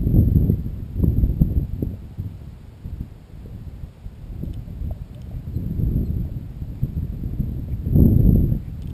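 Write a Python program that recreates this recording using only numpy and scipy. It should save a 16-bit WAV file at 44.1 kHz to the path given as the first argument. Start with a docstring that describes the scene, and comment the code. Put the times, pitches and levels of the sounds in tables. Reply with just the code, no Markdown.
"""Gusty wind buffets the microphone port of a small camera in a closed case, out in a sandy arena.
The strongest eddies strike the microphone as dull thuds, perhaps with a hoof among them.
A horse shifts about close by, knocks come through the case, and the halter's metal clicks.
Far off are a chipping bird and faint rasps; a few soft tones sound over a steady hiss.
The camera holds each sample of a slow converter, which mirrors the sound into the treble."""
import numpy as np
from scipy import signal
from scipy.fft import rfft, irfft, next_fast_len
from scipy.ndimage import uniform_filter1d, map_coordinates
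import sys
import numpy as np
from scipy import signal
from scipy.fft import rfft, irfft, next_fast_len
from scipy.io import wavfile
from scipy.ndimage import uniform_filter1d, map_coordinates

SR = 44100
rng = np.random.default_rng(int(sys.argv[2]) if len(sys.argv) > 2 else 0)


def master(y):
    """Save y as 16-bit WAV."""
    cut = np.clip(np.atleast_2d(y).T, -1, 1)
    pcm = np.round(cut * 32767)  # scale
    wavfile.write(sys.argv[1], SR, pcm.astype(np.int16))


N = 393813
TIME = np.arange(N) / SR


def amp(db):
    """Decibels to gain."""
    return 10 ** (np.asarray(db) / 20)


def unit(x):
    """x scaled to rms 1."""
    return x / np.sqrt(np.mean(x ** 2) + 1e-20)


def wobble(rate):
    """A smooth random curve, rate knots a second."""
    return map_coordinates(rng.standard_normal(int(N * rate / SR) + 4), [TIME * rate])


def filtered(x, response):
    """x weighted by response, a gain for each frequency in Hz."""
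    size = next_fast_len(N + SR // 2)
    return irfft(rfft(x, size) * response(np.fft.rfftfreq(size, 1 / SR)), size)[:N]


def coloured(x, spectrum):
    """x shaped by (Hz, dB) points on a log axis, at rms 1."""
    freqs, db = np.transpose(spectrum)
    return unit(filtered(x, lambda hz: amp(np.interp(np.log(hz + 1), np.log(freqs), db, right=-200))))


def steady(x, size, share):
    """Evens out a share of a noise's chance swells over size samples, at rms 1."""
    power = np.abs(uniform_filter1d(x ** 2, size=size))
    return unit(x / (power + 0.12) ** (share / 2))


def add(track, start, sound):
    """Mixes a sound into the track at start seconds, or at 0 if that is negative."""
    part = track[max(round(start * SR), 0):][:len(sound)]
    part += sound[:len(part)]


# Gusts at the microphone. Each row: time in seconds, wind strength in dB.
GUST_CURVE = [(0, -22), (.18, -15.5), (.52, -18.5), (.58, -28), (.94, -32), (1.02, -18.5), (1.3, -23.5),
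              (1.35, -28), (1.6, -23), (1.68, -30.5), (1.93, -30.5), (2.1, -39.5), (2.26, -32.5),
              (2.7, -44.5), (2.9, -35), (3.32, -44.5), (3.41, -34), (3.84, -36.5), (3.92, -46),
              (4.08, -40.5), (4.5, -26), (4.65, -36), (4.88, -27.5), (4.98, -39.5), (5.53, -29), (5.6, -25),
              (5.9, -20), (6.2, -27.5), (6.55, -33), (7.0, -29), (7.84, -27.5), (7.98, -12), (8.3, -14.5),
              (8.539, -20), (8.62, -34), (8.93, -30.5)]
# Rumble of the large eddies. Each row: frequency in Hz, relative level in dB.
BUFFET_SPECTRUM = [(12, -27.5), (25, -10), (55, -1), (110, -3.5), (170, -9.5), (260, -25.5), (500, -64),
                   (900, -120)]
# Flutter of the small eddies. Each row: frequency in Hz, relative level in dB.
FLUTTER_SPECTRUM = [(60, -53.5), (150, 0), (220, 0.5), (330, -7.5), (500, -21), (700, -30), (950, -50.5),
                    (1400, -53), (2500, -120)]


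def wind():
    """Eddies strike the microphone port in lumps; small quick ones flutter on top of large slow ones."""
    eddy_depth_db, breeze_db, breeze_flutter_db, flutter_floor_db = 1.27, -30, -43, -55
    flutter_growth = 1.36  # dB per dB of wind
    lumps = wobble(35)
    buffet_db = np.interp(TIME, *np.transpose(GUST_CURVE)) + eddy_depth_db * wobble(17)
    flutter_db = breeze_flutter_db + flutter_growth * (buffet_db - breeze_db) + 1.3 * wobble(22)
    buffet = coloured(amp(2.0 * lumps) * rng.standard_normal(N), BUFFET_SPECTRUM)
    flutter = coloured(amp(1.9 * lumps + 2.9 * wobble(80)) * rng.standard_normal(N), FLUTTER_SPECTRUM)
    stirred_buffet, stirred_flutter = stirred_air()
    buffet_gain = np.sqrt(amp(buffet_db) ** 2 + stirred_buffet)
    flutter_gain = np.sqrt(amp(flutter_db) ** 2 + amp(flutter_floor_db) ** 2 + stirred_flutter)
    pressure = buffet_gain * steady(buffet, size=2600, share=0.46)
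    pressure += flutter_gain * steady(flutter, size=2000, share=0.49)
    power = uniform_filter1d(pressure ** 2, size=1500)
    skew = (pressure ** 2 - power) / np.sqrt(np.abs(power) + 1e-12)  # pushes peak sharper than pulls
    return pressure + 0.15 * skew


# Distant air and the camera's circuit hiss. Each row: frequency in Hz, relative level in dB.
HISS_SPECTRUM = [(150, -26), (400, 4), (700, -0.5), (1100, -8), (1700, -10.5), (3000, -13), (4700, -15.5),
                 (5500, -19), (5950, -29.5)]


def hiss():
    """Far air and circuit noise make a steady bed that breathes a little."""
    level_db = -56 + 0.27 * wobble(1.6)
    return amp(level_db) * coloured(rng.standard_normal(N), HISS_SPECTRUM)


# Dull thuds as the strongest eddies strike the microphone, perhaps a hoof among them.
# Each row: centre in seconds, level in dB, width of the push in ms.
WIND_THUDS = [(0.142, -6, 1.84), (0.2102, -1, 2.7), (0.359, -0.5, 2.5), (0.5003, 0, 1.85),
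              (0.664, -11, 2.1), (1.0433, -1.5, 1.83), (1.736, -10.5, 4.7), (1.2387, -0.5, 3.4),
              (1.4188, 2.5, 2.48), (1.58, -8, 4.8), (1.8277, -5, 1.57), (2.2012, -10.5, 3.5),
              (2.8592, -16, 4.4), (2.9293, -18, 5.4), (3.0106, -11, 3.2), (3.8358, -17, 5),
              (4.064, -18.5, 5.7), (4.4364, -13, 1.95), (4.9157, -16, 5.6), (5.02, -18, 4.6),
              (5.37, -17, 5.2), (5.5749, -11.5, 2.2), (5.7111, -10.5, 2.4), (5.9399, -9, 3.1),
              (6.1071, -10.5, 3), (6.2148, -12, 3.4), (6.622, -15, 2.7), (6.8356, -5, 3.8),
              (6.9816, -10.5, 2.95), (7.03, -9.5, 3.3), (7.2385, -14, 2.2), (7.407, -6.5, 2.7),
              (8.021, -0.5, 1.8), (8.2923, -3.5, 2), (8.3594, -4.5, 1.48), (8.524, -3, 3.3),
              (8.683, -17, 4.4), (8.858, -15, 3)]


def thuds():
    """Each is one soft push of air with no ring, evened out by a wider, shallower pull around it."""
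    track, t = np.zeros(N), np.arange(-SR // 30, SR // 30) / SR
    for centre, db, width_ms in WIND_THUDS:
        push, pull = (np.exp(-4 * np.log(2) * (1000 * t / ms) ** 2) for ms in (width_ms, 3.5 * width_ms))
        add(track, centre + t[0], amp(db) * (push - pull / 3.5))
    return track


def stirred_air():
    """Air stirred around each thud: buffet power and flutter power swell up to it and die after it."""
    rise_s, fall_s, buffet_db, flutter_db = 0.016, 0.031, -16.5, -22.5
    flutter_db_per_ms = -1.5  # wider thuds stir less flutter
    buffet, flutter, t = np.zeros(N), np.zeros(N), np.arange(-SR // 5, SR // 5) / SR
    swell = np.exp(-np.abs(t) / np.where(t < 0, rise_s, fall_s)) ** 2
    for centre, db, width_ms in WIND_THUDS:
        start = centre + t[0]
        heard = swell[max(-round(start * SR), 0):]
        add(buffet, start, amp(db + buffet_db) ** 2 * heard)
        add(flutter, start, amp(db + flutter_db + flutter_db_per_ms * width_ms) ** 2 * heard)
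    return buffet, flutter


def lulls(depth=0.29, sigma_s=0.0043):
    """The wind's gain dips for a moment as each thud's push sweeps small eddies away from the port."""
    calm, t = np.zeros(N), np.arange(-SR // 30, SR // 30) / SR
    for centre, *_ in WIND_THUDS:
        add(calm, centre + t[0], depth * np.exp(-.5 * (t / sigma_s) ** 2))
    return 1 - np.clip(calm, 0, 1)


def port_membrane(pressure, limit=0.95, cutoff_hz=1150):
    """The membrane over the port stiffens on the tallest pushes and passes little treble."""
    bent = pressure / (1 + np.abs(pressure / limit) ** 6) ** (1 / 6)
    return filtered(bent, lambda hz: 1 / np.sqrt(1 + (hz / cutoff_hz) ** 4))


def glides(notes):
    """Pure notes that swell, slide and fade."""
    track = np.zeros(N)
    for start, from_hz, to_hz, db, length in notes:
        n = int(length * SR)
        phase = 2 * np.pi * np.cumsum(np.linspace(from_hz, to_hz, n)) / SR
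        add(track, start, amp(db) * np.hanning(n) * np.sin(phase))
    return track


# A bird far from the microphone.
# Each row: start in seconds, first and last pitch in Hz, level in dB, length in seconds.
BIRD_CHIPS = [(.511, 2010, 1960, -57.5, 0.023), (5.54, 4150, 4060, -56.5, 0.042),
              (6.045, 4300, 4080, -56, 0.038)]


def bird():
    """A distant bird chips in short, slightly falling whistles."""
    return glides(BIRD_CHIPS)


# Knocks through the case.
# Each row: start in seconds, level in dB, pitch in Hz, relative level of the overtone in dB.
CASE_KNOCKS = [(1.035, -12.5, 438, -12), (1.413, -32, 455, -31), (1.937, -27, 520, -24),
               (3.457, -25, 437, -20), (3.494, -33, 466, -22), (4.427, -27, 490, -24),
               (4.908, -19.5, 640, -36), (5.312, -29, 640, -28), (5.338, -31, 534, -24),
               (6.249, -32.5, 660, -24), (6.291, -29, 560, -24), (7.683, -27, 540, -22),
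               (7.859, -22.5, 452, -26), (8.519, -21, 517, -26)]


def knocks(t60_s=0.022, attack_s=0.0015):
    """Short hollow knocks: a damped mode and a shorter overtone from the edge of the blow."""
    track, t = np.zeros(N), np.arange(SR // 10) / SR
    attack = (1 - np.exp(-t / attack_s)) ** 2
    for start, db, hz, overtone_db in CASE_KNOCKS:
        mode = amp(-60 * t / t60_s) * np.sin(2 * np.pi * hz * t)
        overtone = amp(overtone_db - 60 * t / (.7 * t60_s)) * np.sin(2 * np.pi * 2.3 * hz * t)
        add(track, start, amp(db) * (mode + overtone) * attack)
    return track


# The halter, close by. Each row: start in seconds, level in dB, relative level of the treble in dB.
HALTER_CLICKS = [(4.4535, -50, -4), (4.5326, -46.5, -8), (4.539, -36, -8), (4.547, -53, -11),
                 (5.1463, -38.5, -22), (5.217, -42.5, -1.5), (8.821, -44, -1), (8.826, -45, -17),
                 (8.8325, -44.5, -10), (8.8733, -42, -8), (8.877, -50.5, -23), (8.899, -49, -4.5),
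                 (8.904, -41.5, -10.5)]
# Modes of its clasp, the treble mode last.
# Each row: frequency in Hz, relative level in dB, time to fall 60 dB in seconds.
CLASP_MODES = [(2720, -6, 0.011), (3075, -1, 0.015), (3480, -3.5, 0.016), (5160, 1.5, 0.0083)]


def halter(crack_t60_s=0.0068, attack_s=0.0005):
    """The metal clasp clicks: a dry crack, and modes whose strength and pitch vary each time."""
    track, t = np.zeros(N), np.arange(SR // 20) / SR
    crack_band = signal.butter(2, [2400, 5800], "band", fs=SR, output="sos")
    attack = 1 - np.exp(-t / attack_s)
    for start, db, treble_db in HALTER_CLICKS:
        modes = []
        for hz, mode_db, t60 in CLASP_MODES:
            chance = rng.standard_normal()
            decay = amp(mode_db + 1.4 * chance - 60 * t / t60)
            modes.append(decay * np.sin(2 * np.pi * hz * (1 + 0.025 * chance) * t))
        noise = signal.sosfilt(crack_band, rng.standard_normal(len(t)))
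        crack = amp(11.5 - 60 * t / crack_t60_s) * noise
        treble = amp(treble_db) * (modes[-1] + crack)
        add(track, start, amp(db) * (sum(modes[:-1]) + treble) * attack)
    return track


# Soft tones, faint at the microphone.
# Each row: start in seconds, first and last pitch in Hz, level in dB, length in seconds.
SOFT_HOOTS = [(4.46, 592, 560, -45, 0.035), (4.66, 593, 590, -49.5, 0.052), (4.95, 574, 557, -50, 0.038),
              (5.13, 553, 643, -47.5, 0.087)]


def hoots():
    """Brief pure hoots, each sliding a little in pitch."""
    return glides(SOFT_HOOTS)


# Faint rasps in the distance. Each row: start in seconds, level in dB, length in seconds.
FAR_RASPS = [(5.25, -69, .2), (6.766, -64, .06), (7.692, -63, 0.065), (8.608, -62, 0.11)]
# Their hoarse colour. Each row: frequency in Hz, relative level in dB.
RASP_SPECTRUM = [(1500, -40), (1900, -7), (2300, 0), (2600, -12), (3100, -40)]


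def rasps():
    """Short puffs of narrow-band noise swell and fade far off."""
    swell = np.zeros(N)
    for start, db, length in FAR_RASPS:
        add(swell, start, amp(db) * np.hanning(int(length * SR)))
    return swell * coloured(rng.standard_normal(N), RASP_SPECTRUM)


def scene():
    """Everything that reaches the single microphone in the arena."""
    at_port = port_membrane(wind() * lulls() + thuds())
    return (at_port + knocks() + halter() + bird() + hoots() + rasps() + hiss())[None]


def record(dry, converter_hz=12000, top_hz=15350):
    """The camera's sampling mirrors the sound about its rate; holding each sample weights it by a sinc."""
    band = filtered(dry[0], lambda hz: hz < converter_hz / 2)
    mirrored = band * (1 + 2 * np.cos(2 * np.pi * converter_hz * TIME))
    return filtered(mirrored, lambda hz: np.sinc(hz / converter_hz) * (hz < top_hz))[None]


dry = scene()
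out = record(dry)
master(out)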